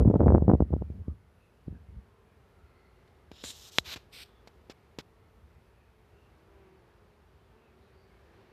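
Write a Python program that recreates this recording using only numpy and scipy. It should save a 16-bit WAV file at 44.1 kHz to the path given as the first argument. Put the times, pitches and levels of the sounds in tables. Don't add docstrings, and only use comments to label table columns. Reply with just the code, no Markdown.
import sys
import numpy as np
from scipy import signal
from scipy.fft import rfft, irfft, next_fast_len
from scipy.io import wavfile

SR = 44100
rng = np.random.default_rng(int(sys.argv[2]) if len(sys.argv) > 2 else 0)


def to_wav(s):
    ch = np.atleast_2d(s).T
    pcm = np.round(np.clip(ch, -1, 1) * 32767)
    wavfile.write(sys.argv[1], SR, pcm.astype(np.int16))


N = 375732
TIME = np.arange(N) / SR

# f/Hz, level/dB
AIR_SPECTRUM = [(20, -37), (35, -17), (52, -0.5), (68, -2), (110, -6.5), (180, -13.5), (300, -22),
                (700, -22.5), (1500, -28.5), (3000, -37.5), (5000, -42), (7500, -46.5), (14000, -46.5)]
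# onset t/s, f/Hz, level/dB, decay rate/(dB/s)
WHINE_TONES = [(0, 10270, -90, .8), (3.9, 13380, -91.5, 2.2)]
# t/s, half duration/s, f/Hz, level/dB
BIRD_CALLS = [(1.105, 0.03, 1223, -71), (1.421, .063, 2670, -79.5), (1.755, 0.045, 1610, -75),
              (2.7, 0.29, 1360, -75.5), (2.899, 0.31, 2080, -79), (2.85, 0.21, 4260, -86),
              (4.348, 0.08, 3430, -78), (5.796, .17, 2510, -81), (6.22, 0.11, 2750, -79),
              (7.658, 0.097, 2593, -79.5), (7.861, 0.058, 3930, -84), (8.02, 0.08, 4600, -80),
              (8.139, .06, 2186, -77.5)]
# t/s, level/dB
GRIP_NUDGES = [(2.631, -46), (3.28, -50), (3.321, -48), (3.443, -45.5), (3.785, -38), (3.87, -44),
               (5.43, -51.5)]
# t/s, thump level/dB, half width/ms, crackle level/dB, scuff level/dB, scuff duration/s
TOUCHES = [(3.077, -65, .3, -67, -79, .006), (3.316, -30, 0.33, -51.5, -65, 0.0037),
           (3.439, -24.5, 0.48, -37.5, -53, 0.022), (3.96, -32.5, 0.36, -46.5, -46, 0.015),
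           (4.474, -37.5, 0.28, -53, -58.5, 0.0073), (4.698, -30.5, 0.27, -53.5, -50, 0.023),
           (4.9867, -24.5, 0.35, -37.5, -48.5, 0.023)]
# f/Hz, level/dB
SCUFF_SPECTRUM = [(200, 4), (700, -2.5), (1200, -4), (2500, -3.5), (3400, -3), (5300, -6), (6300, -14),
                  (7200, -13.5), (8500, -24), (10000, -27.5), (12000, -22), (14000, -26)]
# f/Hz, level/dB, decay time T60/s
CASING_MODES = [(1878, -3, 0.0012), (3540, -7, 0.0046), (3970, -17.5, 0.021), (5000, -7, 0.0014),
                (7400, -21.5, .0028), (10695, -17.5, .001)]
# onset t/s, duration/s, mid-stroke level/dB, growth/dB, kind of touch
RUB_STROKES = [(3.333, 0.09, -58.5, 8, "graze"), (3.443, 0.07, -43.5, 2.5, "press"),
               (3.524, 0.17, -54, 2, "slide"), (3.721, 0.077, -52, 6.5, "slide"),
               (3.857, .084, -43, 7.5, "drag"), (4.134, 0.1, -49.5, 2.5, "wipe")]
RUB_SPECTRA = { "graze": [(300, -11), (1200, -16.5), (2200, -12.5), (3700, 1.5), (4650, -12.5), (5200, -2),
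               (6200, -20.5), (7000, -10), (8500, -28), (14000, -24)], "press": [(300, -6), (1200, -12),
               (2600, -5.5), (3800, 7), (4600, -3), (6200, -2.5), (7100, 4.5), (8500, -5), (10000, -10.5),
               (14000, -15)], "slide": [(300, -9), (1200, -13), (2200, -12), (3700, 2), (4650, -4.5),
               (5400, -2.5), (7500, -6), (9800, -17.5), (12500, -12), (14000, -14)], "drag": [(300, -14),
               (1500, -10), (2600, -5), (3900, -3.5), (5600, -12), (7000, -16), (7900, -21), (10200, -26.5),
               (12000, -19), (14000, -22)], "wipe": [(300, -8), (1100, -15), (2500, 1.5), (4700, -1),
               (5700, -7), (6600, -22), (8400, -7.5), (10200, -20.5), (11800, -11), (14000, -18)], }
# onset t/s, hold/s, level/dB
WIND_GUSTS = [(.004, 0.019, -18), (0.052, 0.064, -21.5), (0.14, .022, -18.5), (0.197, 0.047, -19.5),
              (0.262, 0.11, -19.5), (0.383, 0.082, -28), (0.479, .068, -21.5), (0.606, 0.016, -24.5),
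              (0.72, 0.018, -26), (.81, 0.015, -32), (0.899, .12, -40.5), (1.071, 0.063, -41.5),
              (1.675, 0.092, -42.5), (1.892, 0.1, -47)]
# f/Hz, level/dB
RUMBLE_SPECTRUM = [(25, -35.5), (45, -13.5), (68, 13), (120, -6), (200, -6.5), (350, -23), (700, -49),
                   (1500, -80.5)]
# t/s, level/dB, half width/ms
WIND_BUFFETS = [(0.026, -11, 1.1), (0.057, -7.5, 0.66), (.076, -1, 0.96), (.101, -8, 0.44),
                (0.141, -8, 0.39), (.16, -12.5, 0.32), (0.206, -8, 0.29), (.215, -8, 0.38),
                (0.261, -9.5, 0.39), (.269, -5, 0.48), (0.282, -11, 0.19), (0.304, -10.5, 0.27),
                (.322, -7.5, .33), (.349, -3, 0.31), (.358, -12, 0.28), (.381, -12, .3), (.423, -10, 0.48),
                (.481, -5, 0.38), (.491, -5, 0.61), (.497, -7.5, 0.29), (.501, -7, .29), (.515, -7.5, 0.32),
                (.536, -5, .4), (.551, -13, 0.43), (.605, -7.5, 0.34), (.623, -10.5, 0.46),
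                (.706, -22.5, .59), (.732, -18, 0.36), (.738, -12.5, 0.4), (0.765, -20, 0.5),
                (.822, -19.5, .39), (0.902, -28, 0.61), (1.082, -20, .7), (1.682, -23, 0.68),
                (1.727, -31.5, 0.81), (1.967, -21.5, 2.8)]
# t/s, level/dB
COLONY_ACTIVITY = [(0, -70.5), (1.4, -70.5), (3.2, -65), (4.4, -64), (5.5, -69), (6.65, -63.5),
                   (7.2, -65.5), (8.1, -63), (8.52, -60)]
# f/Hz, level/dB
FAR_WING_SPECTRUM = [(120, -12.5), (210, -4.5), (300, -1.5), (400, 6.5), (550, -2), (1000, -4.5),
                     (1600, -8), (2500, -13), (3300, -16.5), (4500, -19.5), (7000, -33.5), (12000, -50)]
# f/Hz, level/dB
WING_SPECTRUM = [(200, -5), (400, 3.5), (620, -13.5), (850, -10), (1300, -15.5), (2000, -21), (2700, -22),
                 (4200, -34.5)]
# t/s, half duration/s, wingbeat f/Hz, glide/(Hz/s), level/dB
BEE_FLIGHTS = [(2.553, .25, 200, -21, -86), (2.947, .25, 191.2, -19, -73.5), (3.947, 0.31, 182.5, -7, -72),
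               (5.302, .22, 223.5, -1, -70.5), (5.9, 0.16, 220.8, -9.5, -75),
               (6.634, .15, 193.1, -18, -62.5), (7.101, 0.21, 209, -14.5, -72),
               (7.573, 0.057, 218.2, 28, -67), (7.662, 0.16, 236, -10.5, -70.5),
               (7.794, .25, 186.1, 9.5, -70), (8.421, .2, 188, -9.5, -71)]


def from_db(db):
    return 10 ** (np.asarray(db) / 20)


def unit_rms(x):
    return x / np.sqrt(np.mean(x ** 2) + 1e-20)


def gain_at(spectrum, hz):
    known_hz, db = np.transpose(spectrum)
    return from_db(np.interp(np.log(hz + 1e-9), np.log(known_hz), db))


def coloured(x, spectrum):
    size = next_fast_len(N)
    gain = gain_at(spectrum, np.fft.rfftfreq(size, 1 / SR))
    return unit_rms(irfft(rfft(x, size) * gain, size)[:N])


def noise(spectrum):
    return coloured(rng.standard_normal(N), spectrum)


def drift(rate_hz):
    knots = rng.standard_normal(int(N / SR * rate_hz) + 3)
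    return unit_rms(np.interp(TIME * rate_hz, np.arange(len(knots)), knots))


def cut(x, hz, kind, order=2):
    return signal.sosfilt(signal.butter(order, hz, kind, fs=SR, output="sos"), x + 1e-18)


def shot_noise(per_s, spread_db):
    sizes = from_db(spread_db * np.minimum(rng.exponential(1, N), 4)) * rng.choice([-1, 1], N)
    return sizes * (rng.random(N) < per_s / SR)


def pulse(s, half_width_ms):
    out, near = np.zeros(N), slice(*np.searchsorted(TIME, [s - .03, s + .03]))
    out[near] = 1 / np.cosh(np.clip((TIME[near] - s) * 1000 / half_width_ms, -30, 30))
    return out


def decay(db, age, t60):
    return from_db(db - 60 * np.minimum(age / t60, 3))


def swell(start, hold, rise_db_s, fall_db_s, tail_db, tail_db_s):
    before, after = np.maximum(start - TIME, 0), np.maximum(TIME - start - hold, 0)
    release = np.maximum(-fall_db_s * after, tail_db - tail_db_s * after)
    return from_db(np.maximum(release - rise_db_s * before, -200))


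def background():
    out = from_db(-62) * noise(AIR_SPECTRUM) * from_db(.6 * drift(6.4))
    for s, hz, db, fade in WHINE_TONES:
        envelope = (TIME >= s) * from_db(db - fade * (TIME - s) + 1.5 * drift(9))
        out += envelope * np.sin(2 * np.pi * hz * TIME)
    return out


def far_call(s, half, hz, db, glide_hz_s=0, relative_bandwidth=.065):
    out, near = np.zeros(N), np.abs(TIME - s) < 3 * half
    age = TIME[near] - s
    echoes = [1, 1j] @ rng.standard_normal((2, 2000))
    blur = np.interp(2 * relative_bandwidth * hz * (age - age[0]), np.arange(len(echoes)), echoes)
    carrier = np.exp(2j * np.pi * (hz + glide_hz_s * age / 2) * age)
    out[near] = from_db(db + 1) * np.exp(-(age / half) ** 2) * unit_rms((blur * carrier).real)
    return out


def birds(chorus_db=-79.5, tilt_db=-9.9, span_octaves=1.6, count=60):
    out = sum(far_call(*call) for call in BIRD_CALLS)
    for when, height, length, slide, loud in rng.random((count, 5)):
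        hz = 1000 * 2 ** (span_octaves * height)
        db = chorus_db + tilt_db * height + 4 * loud
        out += far_call(when * N / SR, .067 + .051 * length, hz, db, glide_hz_s=1500 * (slide - .5))
    return out


def handling(sway_hz=72, sway_t60=.14):
    out = np.zeros(N)
    for s, db in GRIP_NUDGES:
        age = np.maximum(TIME - s, 0)
        out += decay(db, age, sway_t60) * np.sin(2 * np.pi * sway_hz * age)
    return out


def ticks(crackle_t60=.036, scuff_fall_db_s=198, lift_s=.0059):
    thumps, friction = np.zeros(N), np.zeros(N)
    for s, thump_db, width_ms, crackle_db, scuff_db, length in TOUCHES:
        age = np.maximum(TIME - s, 0)
        thumps -= from_db(thump_db) * pulse(s, width_ms)
        contact = np.clip((length - age) / lift_s + 1, 0, 1)
        scuff = from_db(scuff_db - scuff_fall_db_s * np.minimum(age, length)) * contact
        friction += (TIME >= s) * (decay(crackle_db, age, crackle_t60) + scuff)
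    return cut(thumps, 190, "high") + friction * noise(SCUFF_SPECTRUM)


def snap(at_s=3.7849):
    age = np.maximum(TIME - at_s, 0)
    push = from_db(-5) * pulse(at_s, half_width_ms=.07)
    ring = sum((-1) ** k * decay(db, age, t60) * np.sin(2 * np.pi * hz * age)
               for k, (hz, db, t60) in enumerate(CASING_MODES))
    return cut(push, 60, "high") - from_db(1.2) * ring


def rubbing():
    out = np.zeros(N)
    for s, length, db, growth_db, touch in RUB_STROKES:
        progress = np.clip((TIME - s) / length, 0, 1)
        pressure = from_db(db + growth_db * (progress - .5))
        contact = swell(s, length, rise_db_s=1250, fall_db_s=1350, tail_db=-14, tail_db_s=218.5)
        slips = shot_noise(per_s=9000, spread_db=3)
        out += pressure * contact * coloured(slips, RUB_SPECTRA[touch])
    return out


def wind(strong_gust_db=-19, flutter_db=-26, flutter_exponent=1.85):
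    gusts = [from_db(db) * swell(s, hold, rise_db_s=1299, fall_db_s=802, tail_db=-9, tail_db_s=90.5)
             for s, hold, db in WIND_GUSTS]
    force = np.max(gusts, axis=0)
    rumble = from_db(1) * force * noise(RUMBLE_SPECTRUM)
    eddies = cut(shot_noise(per_s=330, spread_db=2), 520, "low", order=4)
    eddies = unit_rms(cut(eddies, 190, "high"))
    flutter = from_db(flutter_db) * (force / from_db(strong_gust_db)) ** flutter_exponent * eddies
    suction = -sum(from_db(db) * pulse(s, width_ms) for s, db, width_ms in WIND_BUFFETS)
    buffets = from_db(2) * cut(cut(suction, 85, "high"), 2100, "low")
    port_noise = noise([(500, -2.5), (3000, 2), (4500, -9), (6000, 0), (9000, -7.5), (14000, -13)])
    hiss = from_db(-60) * (force + np.abs(buffets)) * port_noise
    return rumble + flutter + buffets + hiss


def buzz(wingbeat_hz, harmonics=16):
    fundamental = np.exp(2j * np.pi * (np.cumsum(wingbeat_hz) / SR + rng.random()))
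    harmonic_hz = np.arange(1, harmonics + 1) * wingbeat_hz.mean()
    strengths = gain_at(WING_SPECTRUM, harmonic_hz) * from_db(rng.normal(0, 1, harmonics))
    partial, out = fundamental, np.zeros(N)
    for weight in strengths * np.exp(2j * np.pi * rng.random(harmonics)):
        out += (weight * partial).imag
        partial = partial * fundamental
    return unit_rms(out)


def colony(wingbeat_hz=210, spread=.14, wander=.043, hum_db=-4.5, rush_db=-3.5, count=6):
    hum = np.zeros(N)
    for detune in np.linspace(-1, 1, count):
        pitch = wingbeat_hz * (1 + spread * detune + wander * drift(3) + .0027 * drift(24))
        hum += buzz(pitch) * from_db(4 * drift(1.8))
    rush = noise(FAR_WING_SPECTRUM) * from_db(.7 * drift(10))
    activity = from_db(np.interp(TIME, *np.transpose(COLONY_ACTIVITY)))
    return activity * (from_db(hum_db) * unit_rms(hum) + from_db(rush_db) * rush)


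def near_bees(waver=.011):
    out = np.zeros(N)
    for s, half, hz, glide, db in BEE_FLIGHTS:
        pitch = hz + glide * np.clip(TIME - s, -2 * half, 2 * half)
        envelope = from_db(db) / (1 + ((TIME - s) / half) ** 4)
        out += envelope * buzz(pitch * (1 + waver * drift(14)))
    return out


def scene():
    at_microphone = wind() + rubbing() + ticks() + snap() + handling()
    return (at_microphone + near_bees() + colony() + birds() + background())[None]


def record(dry, low_hz=41, high_hz=14400):
    steep_low_pass = signal.ellip(10, .2, 70, high_hz, fs=SR, output="sos")
    return signal.sosfilt(steep_low_pass, cut(dry, low_hz, "high", order=4))


dry = scene()
out = record(dry)
to_wav(out)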